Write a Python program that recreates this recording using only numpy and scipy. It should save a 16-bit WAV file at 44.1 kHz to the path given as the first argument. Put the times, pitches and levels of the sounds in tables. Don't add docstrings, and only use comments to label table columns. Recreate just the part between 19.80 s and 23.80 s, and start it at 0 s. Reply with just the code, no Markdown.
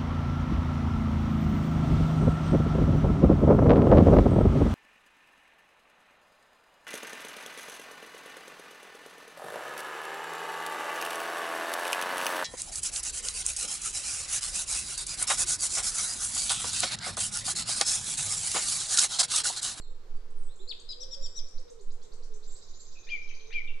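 import sys
import numpy as np
from scipy import signal
from scipy.fft import rfft, irfft
from scipy.io import wavfile
from scipy.ndimage import uniform_filter1d

SR = 44100
rng = np.random.default_rng(int(sys.argv[2]) if len(sys.argv) > 2 else 0)


def int16_out(signal):
    q = np.round(np.clip(np.atleast_2d(signal).T, -1, 1) * 32767)
    wavfile.write(sys.argv[1], SR, q.astype(np.int16))


N = 176400
WOOD_T60_S = 0.99
WAVER, RASPY_WAVER = .004, .045


def undb(db):
    return 10 ** (np.asarray(db) / 20)


def unit(x):
    return x / np.sqrt(np.mean(x ** 2))


def pan(db):
    gains = undb(np.array([[db], [-db]]) / 2)
    return gains / np.sqrt(np.mean(gains ** 2))


def walk(rate, size):
    hold = max(int(SR / rate), 1)
    steps = np.repeat(rng.standard_normal(size // hold + 1), hold)
    return 1.674 * uniform_filter1d(steps, hold)[:size]


def add(track, start, sound):
    i = int(start * SR)
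    a, b = max(i, 0), min(i + sound.shape[-1], N)
    if b > a:
        track[..., a:b] += sound[..., a - i:b - i]


def contour(rows):
    times, hz, db = np.array(rows, float).T
    t = np.arange(times[0], max(times[-1], times[0] + .005), 1 / SR)
    edge = np.sin(np.pi / 2 * np.clip(np.minimum(t - t[0], t[-1] - t) / .003, 0, 1)) ** 2
    pitch = uniform_filter1d(np.interp(t, times, hz), size=200, mode="nearest")
    return pitch, edge * undb(np.interp(t, times, db))


def syrinx(hz, gain, partials=((1, 0),), flutter=.13, rate=400, waver=WAVER):
    size = len(hz)
    phase = 2 * np.pi * np.cumsum(hz * (1 + waver * walk(rate, size))) / SR
    tone = sum(undb(db) * np.sin(round(k) * phase + .03 * db * walk(900, size)) for k, db in partials)
    return np.sqrt(2) * gain * (1 + flutter * walk(rate, size)) * tone


def notes(table, shape, partials=lambda progress: ((1, 0),), waver=lambda progress: WAVER):
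    out = np.zeros((2, N))
    for start, length, top_hz, db, pan_db in table:
        hz, gain = contour(np.array(shape) * [length, top_hz, 1])
        progress = np.linspace(0, 1, len(hz))
        note = syrinx(hz, gain, partials(progress), waver=waver(progress))
        add(out, start, pan(pan_db) * undb(db) * note)
    return out


def glides(table, edge_db, **voice):
    out = np.zeros((2, N))
    for start, length, first, middle, last, db, pan_db in table:
        hz, gain = contour([(0, first, edge_db), (length / 2, middle, 0), (length, last, edge_db)])
        tone = syrinx(hz, gain * signal.windows.tukey(len(hz), .3), **voice)
        add(out, start, pan(pan_db) * undb(db) * tone)
    return out


def wood(x, t60=WOOD_T60_S):
    t = np.arange(2 * SR) / SR
    tail = undb(-60 * t / t60) * (1 - np.exp(-t / .0077))
    scatter = np.exp(-t / .023) * (1 - np.exp(-t / .0083))
    far, near = (unit(fade * rng.standard_normal((2, len(t)))) / np.sqrt(len(t))
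                 for fade in (tail, scatter))
    return signal.fftconvolve(x[None], far + undb(1) * near, axes=1)[:, :N]


def heard(direct, echo_db, t60=WOOD_T60_S):
    lean = np.std(direct, axis=1, keepdims=True) ** .5
    return direct + undb(echo_db) * unit(lean) * wood(direct.mean(0), t60)


def hush():
    # frequency in Hz, relative noise density in dB.
    spectrum = [(30, 6.5), (60, 0.5), (110, -4.5), (260, -11.5), (450, 0.5), (640, -12), (1100, -11.5),
                (1900, -19.5), (2700, -23), (3900, -21.5), (5500, -23), (8500, -31), (10200, -36.5),
                (15000, -40)]
    hz, db = np.array(spectrum).T
    freqs = np.maximum(np.arange(N // 2 + 1) * SR / N, 1)
    gain = undb(np.interp(np.log(freqs), np.log(hz), db))
    alike = .29 + .5 * np.exp(-(freqs / 180) ** 2)
    mid, side = (irfft(rfft(rng.standard_normal(N)) * gain * np.sqrt(1 + sign * alike), N)
                 for sign in (1, -1))
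    level_db = -59 + .67 * walk(5.66, N)
    return unit(np.array([mid + side, mid - side])) * pan(-2) * undb(level_db)


def rumble():
    band = signal.butter(3, (5.36, 11.93), "bandpass", fs=SR, output="sos")
    throb_hz = 4.9 * (1 + .097 * walk(2.192, N))
    throb = 1 + .5 * np.sin(2 * np.pi * np.cumsum(throb_hz) / SR)
    swings = signal.sosfilt(band, rng.standard_normal(2 * N))[N:]
    return unit(throb * swings) * undb(-32.5) * pan(-4.5)


def far_birds():
    # start and length in seconds, first, middle and last pitch in Hz, level in dB.
    calls = [(-.04, 0.1, 5840, 4200, 3380, -62.5), (0.267, 0.14, 4869, 4650, 4700, -80.5),
             (1.587, 0.028, 2440, 2337, 2270, -71), (3.144, 0.014, 2770, 2470, 2430, -57),
             (2.201, 0.216, 400.3, 457.6, 500, -58), (2.598, 0.61, 420, 382, 348, -73)]
    voices = glides([(*row, 0) for row in calls], edge_db=-8, flutter=.41, rate=146.6)
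    return wood(voices.mean(0), t60=.82)


def dove():
    # start and length in seconds, first, middle and last pitch in Hz, level and pan in dB.
    coos = [(.06, 0.066, 352, 433, 553, -65, -5), (.795, .05, 335, 392, 445, -56, 6),
            (.85, 0.19, 485, 468, 430, -59.5, 4), (1.16, 0.166, 478, 524, 544, -54.5, -10),
            (1.36, 0.08, 525, 537, 548, -54.5, -4), (1.77, 0.18, 490, 480, 468, -55.5, 2),
            (1.89, .14, 490, 455, 415, -56, -7), (2.48, 0.11, 440, 428, 420, -54, -9),
            (3.58, .14, 430, 440, 450, -55.5, -6)]
    left, right = glides(coos, edge_db=-1, flutter=.3, rate=45.5, waver=.02)
    late_left = np.roll(left, int(.0007 * SR))
    return heard(np.array([late_left, right]), echo_db=-3, t60=3)


def whistling_birds():
    # start and length in seconds, first, middle and last pitch in Hz, level and pan in dB.
    whistles = [(-.05, 0.073, 7715, 7700, 7450, -55.5, -4.5), (.55, 0.17, 9180, 8270, 7600, -67, 9),
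                (.7, 0.29, 7650, 7190, 7210, -68.5, 8.5), (1.385, 0.1297, 6900, 7340, 7800, -57, -18.5),
                (2.63, 0.12, 7290, 7300, 7170, -61, -11), (2.69, 0.084, 7310, 7640, 7730, -57.5, -11),
                (2.965, .085, 7017, 7420, 7484, -56.5, -7)]
    return heard(glides(whistles, edge_db=-8, flutter=.37, rate=130), echo_db=0, t60=.64)


def small_birds():
    # start and length in seconds, top pitch in Hz, level in dB.
    peeps = [(0.682, 0.046, 4260, -64), (0.789, 0.033, 4200, -56.5), (2.209, 0.047, 4010, -67)]
    twits = [(3.486, 0.031, 3580, -50), (3.598, 0.018, 4660, -60.5), (3.872, 0.023, 3950, -47.5)]
    # share of its length, pitch ratio, level in dB.
    peep_shape = [(0, .78, -6), (0.5, 0.88, -3), (1, 1, -1)]
    twit_shape = [(0, 0.8, -12), (.25, 1, -7), (.5, .7, 0), (1, 0.6, -1)]
    pan_db = 15
    peeping = notes([(*row, -pan_db) for row in peeps], peep_shape)
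    twitting = notes([(*row, pan_db) for row in twits], twit_shape, waver=lambda progress: RASPY_WAVER)
    return heard(peeping + twitting, echo_db=0)


def trilling_bird():
    lead_in = [0.364, .498, 0.632, 0.754, 0.878, 0.994, 1.114, 1.228, 1.338, 1.454, 1.567, 1.68, 1.789,
               1.897, 2.006, 2.116, 2.226, 2.331, 2.434, 2.537, 2.64, 2.708]
    # seconds from its middle, pitch in Hz, level in dB.
    tick_shape = [(-.018, 3310, -17), (-.009, 3997, -7.5), (0, 5420, -7.5), (.008, 7430, -4.5),
                  (0.013, 8700, -14.5), (.017, 9670, -15)]
    # time in seconds, low and top pitch in Hz, level and echo in dB.
    song_range = [(.37, 7300, 9200, -62, -7), (.65, 7450, 9500, -56.5, -1), (1.2, 6070, 9600, -52, -6.5),
                  (1.85, 3860, 9500, -53.5, -3.5), (2.5, 3850, 8800, -59.5, 3), (2.8, 3390, 7056, -57, 6.5),
                  (3.7, 3400, 6510, -55.5, 2.5), (3.85, 2930, 5090, -59.5, -6.5)]
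    range_times, *range_columns = np.array(song_range).T
    trill = np.arange(2.764, 3.88, .0604)
    times = [*lead_in, *trill]
    direct, to_trees = np.zeros(N), np.zeros(N)
    for time, (louder, longer) in zip(times, rng.standard_normal((len(times), 2))):
        sweep = np.array(tick_shape) * [1 + .04 * longer, 1, 1]
        hz, gain = contour(sweep)
        low, top, db, echo_db = (np.interp(time, range_times, column) for column in range_columns)
        outside_hz = np.maximum(np.maximum(low - hz, hz - top), 0)
        fade = np.exp(-outside_hz / 800)
        hooked_hz = top - np.abs(top - hz)
        tick = syrinx(hooked_hz, gain * undb(db) * fade, flutter=.33)
        start = time + sweep[0, 0]
        add(direct, start, tick * undb(.8 * louder))
        add(to_trees, start, tick * undb(echo_db))
    return direct + wood(to_trees)


def chipping_bird():
    # time in seconds, fundamental in Hz, level in dB.
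    slur = [(.874, 3920, -48), (.886, 4360, -51), (0.895, 4670, -38.5), (0.907, 4240, -38.5),
            (0.916, 3610, -34.5), (.924, 2945, -46.5), (.932, 1740, -56)]
    flat_chip = [(1.084, 927, -55), (1.093, 1014, -41), (1.101, 1009, -41.5), (1.112, 983, -38),
                 (1.125, 985, -40), (1.138, 766, -45.5)]
    # start and length in seconds, top fundamental in Hz, level in dB, roundness from 0 to 1.
    chips = [(1.198, 0.05, 1962, -39, 0.01), (1.305, 0.049, 1906, -38.5, 0.38),
             (1.42, .055, 1885, -38.5, 0.71), (1.549, 0.056, 1985, -38, .1)]
    # share of its length, pitch ratio, level in dB.
    chip_shape = [(0, .8, -22), (.16, .95, -8), (.33, 1, -5), (.6, .94, 0), (.8, .865, -2), (1, .785, -12)]
    # multiple of the fundamental, level in dB.
    flat_partials = [(3, -34), (4, -5.5), (5, -2), (7, -29.5), (9, -35)]
    chip_partials = [(2, -12.5), (3, -0.5), (4, -19), (5, -36), (6, -39.5)]
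    out, pan_db = np.zeros((2, N)), 8.5
    share, ratio, shape_db = np.array(chip_shape).T
    depth = 1 - ratio.min()
    for start, length, top_hz, db, roundness in chips:
        arch = 1 - depth * ((1 - ratio) / depth) ** (1 + roundness)
        shape = np.c_[share, arch, shape_db]
        out += notes([(start, length, top_hz, db, pan_db)], shape, lambda progress: chip_partials)
    hz, gain = contour(slur)
    lower_voice = syrinx(hz, gain)
    upper_voice = syrinx(hz * 1.11, gain * undb(-11))
    add(out, slur[0][0], pan(pan_db) * (lower_voice + upper_voice))
    add(out, flat_chip[0][0], pan(pan_db) * syrinx(*contour(flat_chip), flat_partials))
    return heard(out, echo_db=-7.5)


def chirping_bird():
    # start and length in seconds, top fundamental in Hz, level and pan in dB.
    chirps = [(3.267, .114, 808.3, -33, 8.5), (3.703, 0.112, 803, -32.5, 8.5)]
    # share of its length, pitch ratio, level in dB.
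    chirp_shape = [(0, .66, -26), (.15, .75, -19), (.26, .89, -13), (.35, 1.01, -6), (.52, .99, 0),
                   (.75, .945, -1.5), (.88, .915, -11), (1, .83, -17)]
    # multiple of the fundamental, level in dB at the start and once settled.
    chord = [(3, -7, 0), (4, 0, -20), (6, -6, -34)]
    thinning = lambda progress: [(k, np.interp(progress, (.25, .44), levels)) for k, *levels in chord]
    clearing = lambda progress: np.interp(progress, (.24, .34), (RASPY_WAVER, WAVER))
    return heard(notes(chirps, chirp_shape, partials=thinning, waver=clearing), echo_db=-6.5)


def scene():
    singers = chipping_bird() + chirping_bird() + trilling_bird()
    fainter_birds = small_birds() + whistling_birds() + far_birds() + dove()
    return singers + fainter_birds + hush() + rumble()


def record(dry):
    return signal.sosfilt(signal.ellip(8, .2, 70, 15450, fs=SR, output="sos"), dry)


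dry = scene()
out = record(dry)
int16_out(out)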